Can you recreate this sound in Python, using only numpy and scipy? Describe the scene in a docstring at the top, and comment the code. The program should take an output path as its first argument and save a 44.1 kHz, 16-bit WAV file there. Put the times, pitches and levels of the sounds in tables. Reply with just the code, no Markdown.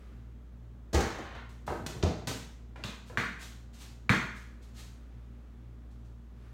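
"""A small basketball bangs into a plywood backboard in a garage, rattles the rim and knocks down past a shelf.
The player steps over, fetches it and bounces it on concrete; shoes slap and scuff, hands brush the ball.
Blows are decaying modes, coloured pulses and noise bursts, each followed by the ring of the hard room.
Motors hum as drifting sines, beating against each other, over filtered noise for air and clothes."""
import sys
import numpy as np
from scipy import signal
from scipy.fft import rfft, irfft, next_fast_len
from scipy.io import wavfile
from scipy.ndimage import uniform_filter1d, map_coordinates

SR = 44100
rng = np.random.default_rng(int(sys.argv[2]) if len(sys.argv) > 2 else 0)


def to_wav(sig):
    """Store sig (one row per channel, or 1-D mono) as 16-bit WAV at the path in sys.argv[1].

    Samples outside -1..1 are clipped; the rate is SR.
    """
    pcm = np.clip(np.atleast_2d(sig), -1, 1) * 32767
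    pcm = np.round(pcm).astype(np.int16)
    wavfile.write(sys.argv[1], SR, pcm.T)  # frames by channels


N = 287973
T = np.arange(SR) / SR  # time after a blow, s


def amp(db):
    """Decibels to gain."""
    return 10 ** (np.asarray(db) / 20)


def norm(x):
    """Scale x to energy 1."""
    return x / np.sqrt(np.sum(x ** 2) + 1e-20)


def along(points, hz):
    """Interpolate (f/Hz, value) points on a log-frequency axis."""
    f, v = np.transpose(points)
    return np.interp(np.log(hz + 1), np.log(f), v)


def wobble(knots_per_s):
    """Smooth random curve: a spline through normal random knots."""
    knots = rng.standard_normal(int(N * knots_per_s / SR) + 4)
    return map_coordinates(knots, [np.arange(N) * knots_per_s / SR])


def noise(colour):
    """Steady coloured noise of rms 1."""
    gain = amp(along(colour, np.fft.rfftfreq(N, 1 / SR)))
    shaped = irfft(rfft(rng.standard_normal(N)) * gain, N)
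    return norm(shaped) * np.sqrt(N)


def pulse(colour):
    """Minimum-phase pulse of this colour, by folding the cepstrum; energy 1."""
    gain = amp(along(colour, np.fft.rfftfreq(SR, 1 / SR)))
    cepstrum = irfft(np.log(gain), SR)
    fold = 1 + np.sign(SR // 2 - np.arange(SR))
    fold[0] = 1
    return norm(irfft(np.exp(rfft(cepstrum * fold)), SR))


def ring(modes):
    """Sum of decaying modes with random phases, struck at slightly new strengths; energy 1."""
    total = np.zeros(SR)
    for hz, db, t60_s in modes:
        decay = amp(db + rng.normal(0, 2) - 60 * T / t60_s)
        total += decay * np.sin(2 * np.pi * (hz * T + rng.random()))
    return norm(total)


def damped(hz, t60_s, onset_s):
    """One decaying oscillation with a soft start; energy 1."""
    decay = amp(-60 * T / t60_s)
    soft_start = 1 - np.exp(-T / onset_s)
    return norm(np.sin(2 * np.pi * hz * T) * decay * soft_start)


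def even(x, bins):
    """Level the broad spectral humps of x, leaving the fine ripple; energy 1."""
    z = rfft(x)
    power = np.abs(uniform_filter1d(np.abs(z) ** 2, bins))
    level = irfft(z / np.sqrt(power + 1e-12), SR)
    return norm(level * (T < .8))  # cut wrapped-round end


def rub(colour_pulse, swell_s, t60_s):
    """Contact made of many tiny ones: a coloured noise burst that swells, then decays; energy 1."""
    swell_s = max(swell_s, 1 / SR)
    force = np.minimum(T / swell_s, 1) * amp(-60 * np.maximum(T - swell_s, 0) / t60_s)
    grains = even(force * rng.standard_normal(SR), bins=500)
    return norm(signal.fftconvolve(grains, colour_pulse)[:SR])


def garage(wet_db, build_s=0.00087, sparse_s=0.011, mean_t60_s=1.0):
    """Direct sound, then single wall echoes thickening into a tail; each frequency dies at its own speed."""
    # room decay: f/Hz, t60/s
    decay_times = [(60, 0.19), (150, 0.55), (500, 0.46), (1500, 0.63), (4000, 0.55), (7000, 0.56),
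                   (11000, 0.45), (16000, 0.54)]
    spikiness = np.exp(np.exp(-T / sparse_s) * (rng.standard_normal(SR) - 1))
    echoes = rng.standard_normal(SR) * spikiness
    echoes = even(echoes * (1 - np.exp(-T / build_s)) * amp(-60 * T / mean_t60_s), bins=70)
    hz, t, z = signal.stft(echoes, SR, nperseg=256)
    absorption = amp(-60 * t * (1 / along(decay_times, hz)[:, None] - 1 / mean_t60_s))
    tail = signal.istft(z * absorption, SR, nperseg=256)[1][:SR]
    room = amp(wet_db) * norm(tail)
    room[0] += 1  # direct sound
    return room


def add(track, s, db, sound, wet_db):
    """Sound a blow in the room at time s; db is its energy, room included, spread over 50 ms."""
    heard = norm(signal.fftconvolve(sound, garage(wet_db))[:SR]) * np.sqrt(SR / 20)
    start = max(round(s * SR), 0)
    track[start:start + SR] += amp(db) * heard[:max(N - start, 0)]


def background(drift_rad=0.056, flutter_db=0.5, air_db=-58, cloth_rest_db=-73):
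    """Motor orders as drifting sines that beat, over moving air and clothes that stir as the arms move."""
    # motors: shaft f/Hz, level/dB of 1st, 2nd and 4th order before flutter
    motors = [(59, -45, -57.5, -61.5), (57.8, -69.5, -56.5, -65), (48.1, -65.5, -72.5, -66)]
    # clothes stirring: middle t/s, half length/s, level/dB added to the rest level
    rustles = [(.03, 0.19, -67.5), (5.0, 0.73, -75.5), (6.47, 0.094, -68)]
    # moving air: f/Hz, relative level per Hz/dB
    air_colour = [(20, -43.5), (32, -30.5), (47, -5), (70, -19.5), (95, -8), (170, -12.5), (280, -14.5),
                  (500, -24.5), (1270, -33), (2770, -46.5), (3340, -43), (4870, -52.5), (6500, -48.5),
                  (10500, -59), (15500, -54)]
    # cloth: f/Hz, relative level per Hz/dB
    fabric_colour = [(100, -13.5), (420, 2), (850, -15.5), (1200, -4.5), (1700, -8), (3500, -16),
                     (7000, -25.5), (15000, -33.5)]
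    t = np.arange(N) / SR
    hum = np.zeros(N)
    for shaft_hz, *levels_db in motors:
        for order, db in zip((1, 2, 4), levels_db):
            hz = order * shaft_hz
            level = amp(db + flutter_db * wobble(4))
            phase_drift = drift_rad * hz / 100 * wobble(4.5)  # drift_rad applies at 100 Hz
            hum += level * np.sin(2 * np.pi * (hz * t + rng.random()) + phase_drift)
    stir = amp(cloth_rest_db)
    for s, half_s, db in rustles:
        stir = stir + amp(db) * np.exp(-((t - s) / half_s) ** 2)
    return hum + amp(air_db) * noise(air_colour) + stir * noise(fabric_colour)


def hoop(board_hz=72, board_t60_s=0.14, chatter_count=8, scatter_s=.003):
    """Plywood flexes and thuds, the loose steel rim clatters and chatters on, the ball scrapes the net."""
    # ball on board and rim: t/s, swell/s, thud, clatter, scrape base level/dB
    contacts = [(0.929, 0.0051, -34.5, -41, -44.5), (.941, 0.0062, -24.5, -34, -38.5),
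                (1.003, 0.0054, -42, -40, -44), (1.183, .004, -40.5, -51.5, -60),
                (1.345, 0.0082, -52, -46.5, -67)]
    # plywood modes: f/Hz, relative level/dB, t60/s
    board_modes = [(106, -13, 0.37), (214, -4, 0.32), (327, 2, 0.37), (458, 1, 0.5), (527, -14, 0.4),
                   (790, 2, 0.18)]
    # steel rim modes: f/Hz, relative level/dB, t60/s
    rim_modes = [(1080, 3, .5), (1380, -5, .7), (1430, -18, 0.73), (1700, -5, 0.4), (1900, -25, 0.51),
                 (2455, -1, 0.32), (3020, 12, 0.089), (4060, -17, .42)]
    # board thud: f/Hz, relative level per Hz/dB
    thud_colour = [(20, -9), (45, -2.5), (85, 0.5), (118, -1), (155, -9), (270, -4), (480, -10.5),
                   (820, -13), (2000, -45), (8000, -64)]
    # rim clatter: f/Hz, relative level per Hz/dB
    clatter_colour = [(100, -29), (400, 8), (750, 9), (1800, 9.5), (2700, 0.5), (4000, -3), (7000, -28),
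                      (15000, -37)]
    # net scrape: f/Hz, relative level per Hz/dB
    scrape_colour = [(500, -45), (2000, -21), (4300, -2.5), (5200, -6), (6300, -1.5), (8500, -13),
                     (10500, -19.5), (15000, -22.5)]
    # the shaken rim rocks against the board, each contact weaker than the last
    first_s, gap_s, chatter_swell_s = 0.95, 0.05, 0.0075
    chatter = []
    for k in range(chatter_count):
        s = first_s + k * gap_s + rng.normal(0, scatter_s)
        chatter.append((s, chatter_swell_s, -41 - 2.5 * k, -43.5 - k, -50.5 - 4 * k))
    out = np.zeros(N)
    for s, swell_s, thud_db, clatter_db, scrape_db in [*contacts, *chatter]:
        flex = damped(board_hz, board_t60_s, onset_s=0.0028)
        thud = rub(pulse(thud_colour), swell_s, t60_s=0.037) + amp(-9.5) * ring(board_modes)
        clatter = rub(pulse(clatter_colour), swell_s, t60_s=0.096) + amp(-15.5) * ring(rim_modes)
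        scrape = rub(pulse(scrape_colour), swell_s, t60_s=0.045)
        add(out, s + swell_s, thud_db - 2.5, flex, wet_db=-1)
        add(out, s, thud_db - 1.0, thud, wet_db=5.5)
        add(out, s, clatter_db, clatter, wet_db=8.0)
        add(out, s, scrape_db, scrape, wet_db=2.0)
    return out


def steps(sheen_hz=(6000, 11000)):
    """Soles slap or drag and hands brush the ball: a friction hiss over the dull knock of the weight behind."""
    # sole slaps, and at 2.0268 s the ball grazing the shelf: t/s, t60/s, friction level/dB, treble sheen/dB
    footfalls = [(1.491, 0.25, -63.5, 3), (1.666, 0.42, -52, 5), (1.863, 0.044, -42.5, 1.5),
                 (2.0268, 0.033, -41, -26), (2.037, 0.017, -45.5, -5), (2.272, 0.19, -37, 1.5),
                 (2.761, 0.5, -64.5, -4)]
    # sole drags and hand brushes: t/s, swell/s, friction level/dB
    scuffs = [(3.05, 0.039, -59), (3.384, 0.044, -47.5), (3.726, 0.021, -58.5), (3.775, 0.046, -51),
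              (4.34, 0.031, -57.5), (4.612, 0.021, -63.5), (4.735, .065, -51), (5.9, 0.014, -73.5),
              (6.04, 0.012, -74)]
    # friction before sheen: f/Hz, relative level per Hz/dB
    sole_colour = [(200, -6), (800, 0.5), (1400, 0), (2300, 1), (4200, 3), (5100, -0.5), (6500, 0.5),
                   (8500, -5), (10500, -12.5), (12000, -11.5), (15500, -18.5)]
    # weight knock: f/Hz, relative level per Hz/dB
    heel_colour = [(25, -38.5), (70, -6.5), (150, 3), (300, -7.5), (700, -15), (1300, -18), (4000, -31),
                   (12000, -57.5)]
    # weight levels are relative to friction
    slap_swell_s, slap_weight_db = 0.00058, 1.5
    scuff_t60_s, scuff_sheen_db, scuff_weight_db = .21, 3, -10
    slaps = [(s, slap_swell_s, t60_s, db, slap_weight_db, sheen_db) for s, t60_s, db, sheen_db in footfalls]
    drags = [(s, swell_s, scuff_t60_s, db, scuff_weight_db, scuff_sheen_db) for s, swell_s, db in scuffs]
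    out = np.zeros(N)
    for s, swell_s, t60_s, friction_db, weight_db, sheen_db in slaps + drags:
        # sheen tilts the treble, in full above the upper edge
        colour = [(hz, db + np.interp(hz, sheen_hz, (0, sheen_db))) for hz, db in sole_colour]
        add(out, s, friction_db, rub(pulse(colour), swell_s, t60_s), wet_db=1.0)
        add(out, s, friction_db + weight_db, rub(pulse(heel_colour), swell_s, t60_s), wet_db=3)
    return out


def knocks(boom_hz=88, boom_t60_s=0.11, shelf_db=-7):
    """Ball on wood: a low panel boom and a broad resonance ringing the shelf; stored things jostle after."""
    # knocks: t/s, boom base level/dB, knock level/dB, knock f/Hz, upper edge f/Hz
    hits = [(1.677, -46, -34, 670, 1480), (1.795, -43.5, -65, 596, 1490), (1.951, -43.5, -48.5, 238, 505),
            (2.033, -28.5, -32, 426, 1000), (2.274, -46.5, -45.5, 220, 820),
            (2.758, -62.5, -50.5, 595, 2350), (3.098, -52.5, -50, 520, 1580)]
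    # shelf modes: f/Hz, relative level/dB, t60/s
    shelf_modes = [(238, 2, 0.24), (331.3, 4.5, 0.35), (393, 0, 0.11), (459.5, 2, 0.32), (587, -2.5, 0.47),
                   (763, -8, 0.23)]
    # panel boom: f/Hz, relative level per Hz/dB
    boom_colour = [(20, -25), (45, -0.5), (87, 12), (130, 6), (200, -0.5), (320, -5.5), (700, -32),
                   (3000, -75)]
    knock_swell_s = .0013
    # jostle levels are relative to the knock level
    jostle_delay_s, jostle_swell_s, jostle_db, jostle_boom_db = .024, .013, -4, -12.5
    jostle_hz, jostle_edge_hz = 380, 790
    blows = [(s, knock_swell_s, *rest) for s, *rest in hits]
    jostles = [(s + jostle_delay_s, jostle_swell_s, db + jostle_boom_db, db + jostle_db,
                jostle_hz, jostle_edge_hz) for s, _, db, *_ in hits]
    out = np.zeros(N)
    for s, swell_s, boom_db, knock_db, hz, edge_hz in blows + jostles:
        wood = pulse([(hz / 10, -26), (hz * .5, -9), (hz, 0), (hz * 1.65, -6),
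                      (edge_hz, -10), (edge_hz * 1.79, -25), (edge_hz * 8, -55)])
        shelf = norm(signal.fftconvolve(wood, ring(shelf_modes))[:SR])
        knock = rub(wood, swell_s, t60_s=0.024) + amp(shelf_db) * shelf
        add(out, s, boom_db, damped(boom_hz, boom_t60_s, onset_s=0.0032), wet_db=-1)
        add(out, s, boom_db + 0.5, rub(pulse(boom_colour), swell_s, t60_s=0.022), wet_db=2.5)
        add(out, s, knock_db, knock, wet_db=6)
    return out


def bounces(slap_t60_s=0.018, overtone_ratio=1.68, squash_s=0.0037, thump_hz=116, thump_t60_s=.08):
    """The ball slaps concrete with a short two-toned crack, its skin rings; squashed, it pushes out a thump."""
    # bounces: t/s, slap level/dB, slap f/Hz, overtone re slap/dB, skin level/dB,
    # thump base level/dB, click level/dB
    hits = [(2.838, -47.5, 2750, -4, -50, -39, -41.5), (3.1735, -38.5, 1630, -9, -30, -33.5, -40),
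            (4.094, -31.5, 2260, -12.5, -25.5, -22.5, -34)]
    # ball modes: f/Hz, relative level/dB, t60/s
    ball_modes = [(467, -2, 0.41), (636.5, -0.5, 0.27), (677.3, -4, 0.19), (754, -14, 0.15),
                  (1123, 1, 0.099), (1285, 1.5, 0.2), (1426, 3.5, 0.36), (1570, -6.5, 0.21),
                  (1695, 3, 0.17), (2070, 0.5, 0.27), (2100, 2, 0.29), (2195, 0.5, 0.26), (2400, -2, .22)]
    # ball skin: f/Hz, relative level per Hz/dB
    skin_colour = [(150, -24), (700, -16.5), (1050, -8.5), (1550, 1.5), (2000, 0), (2450, -3.5),
                   (2850, -24), (4000, -34), (12000, -49.5)]
    # floor thump: f/Hz, relative level per Hz/dB
    thump_colour = [(20, -49), (60, -27.5), (120, -5), (160, -7), (200, 3.5), (280, -7.5), (470, -14.5),
                    (560, -20.5), (650, -23), (1100, -12), (2500, -42), (8000, -82)]
    # contact click: f/Hz, relative level per Hz/dB
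    click_colour = [(200, -11.5), (900, -1.5), (2000, -8), (3000, 0), (4100, -1.5), (5100, -11), (6400, -9),
                    (8500, -17), (10500, -23), (15000, -26.5)]
    out = np.zeros(N)
    for s, slap_db, hz, overtone_db, skin_db, thump_db, click_db in hits:
        overtone = damped(hz * overtone_ratio, slap_t60_s / 2, onset_s=.0004)
        slap = damped(hz, slap_t60_s, onset_s=0.00018) + amp(overtone_db) * overtone
        skin = pulse(skin_colour) + amp(-7.5) * ring(ball_modes)
        thump = damped(thump_hz, thump_t60_s, onset_s=0.0028)
        add(out, s, slap_db, slap, wet_db=-17.5)
        add(out, s, skin_db, skin, wet_db=7.5)
        add(out, s + squash_s, thump_db - 4, thump, wet_db=-8.0)
        add(out, s + squash_s, thump_db - 3.5, pulse(thump_colour), wet_db=7)
        add(out, s, click_db, rub(pulse(click_colour), swell_s=.0004, t60_s=0.023), wet_db=10.5)
    return out


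def scene():
    """Mono sum of all sources."""
    return (background() + hoop() + steps() + knocks() + bounces())[None]


def record(dry, low_cut_hz=38, top_hz=15900):
    """Third-order high-pass against the deepest bass, then a brick-wall cut at top_hz."""
    high_pass = signal.butter(3, low_cut_hz, "highpass", fs=SR, output="sos")
    thin = signal.sosfilt(high_pass, dry)
    size = next_fast_len(N + SR // 2)
    passband = np.fft.rfftfreq(size, 1 / SR) < top_hz
    return irfft(rfft(thin, size) * passband, size)[:, :N]


dry = scene()
out = record(dry)
to_wav(out)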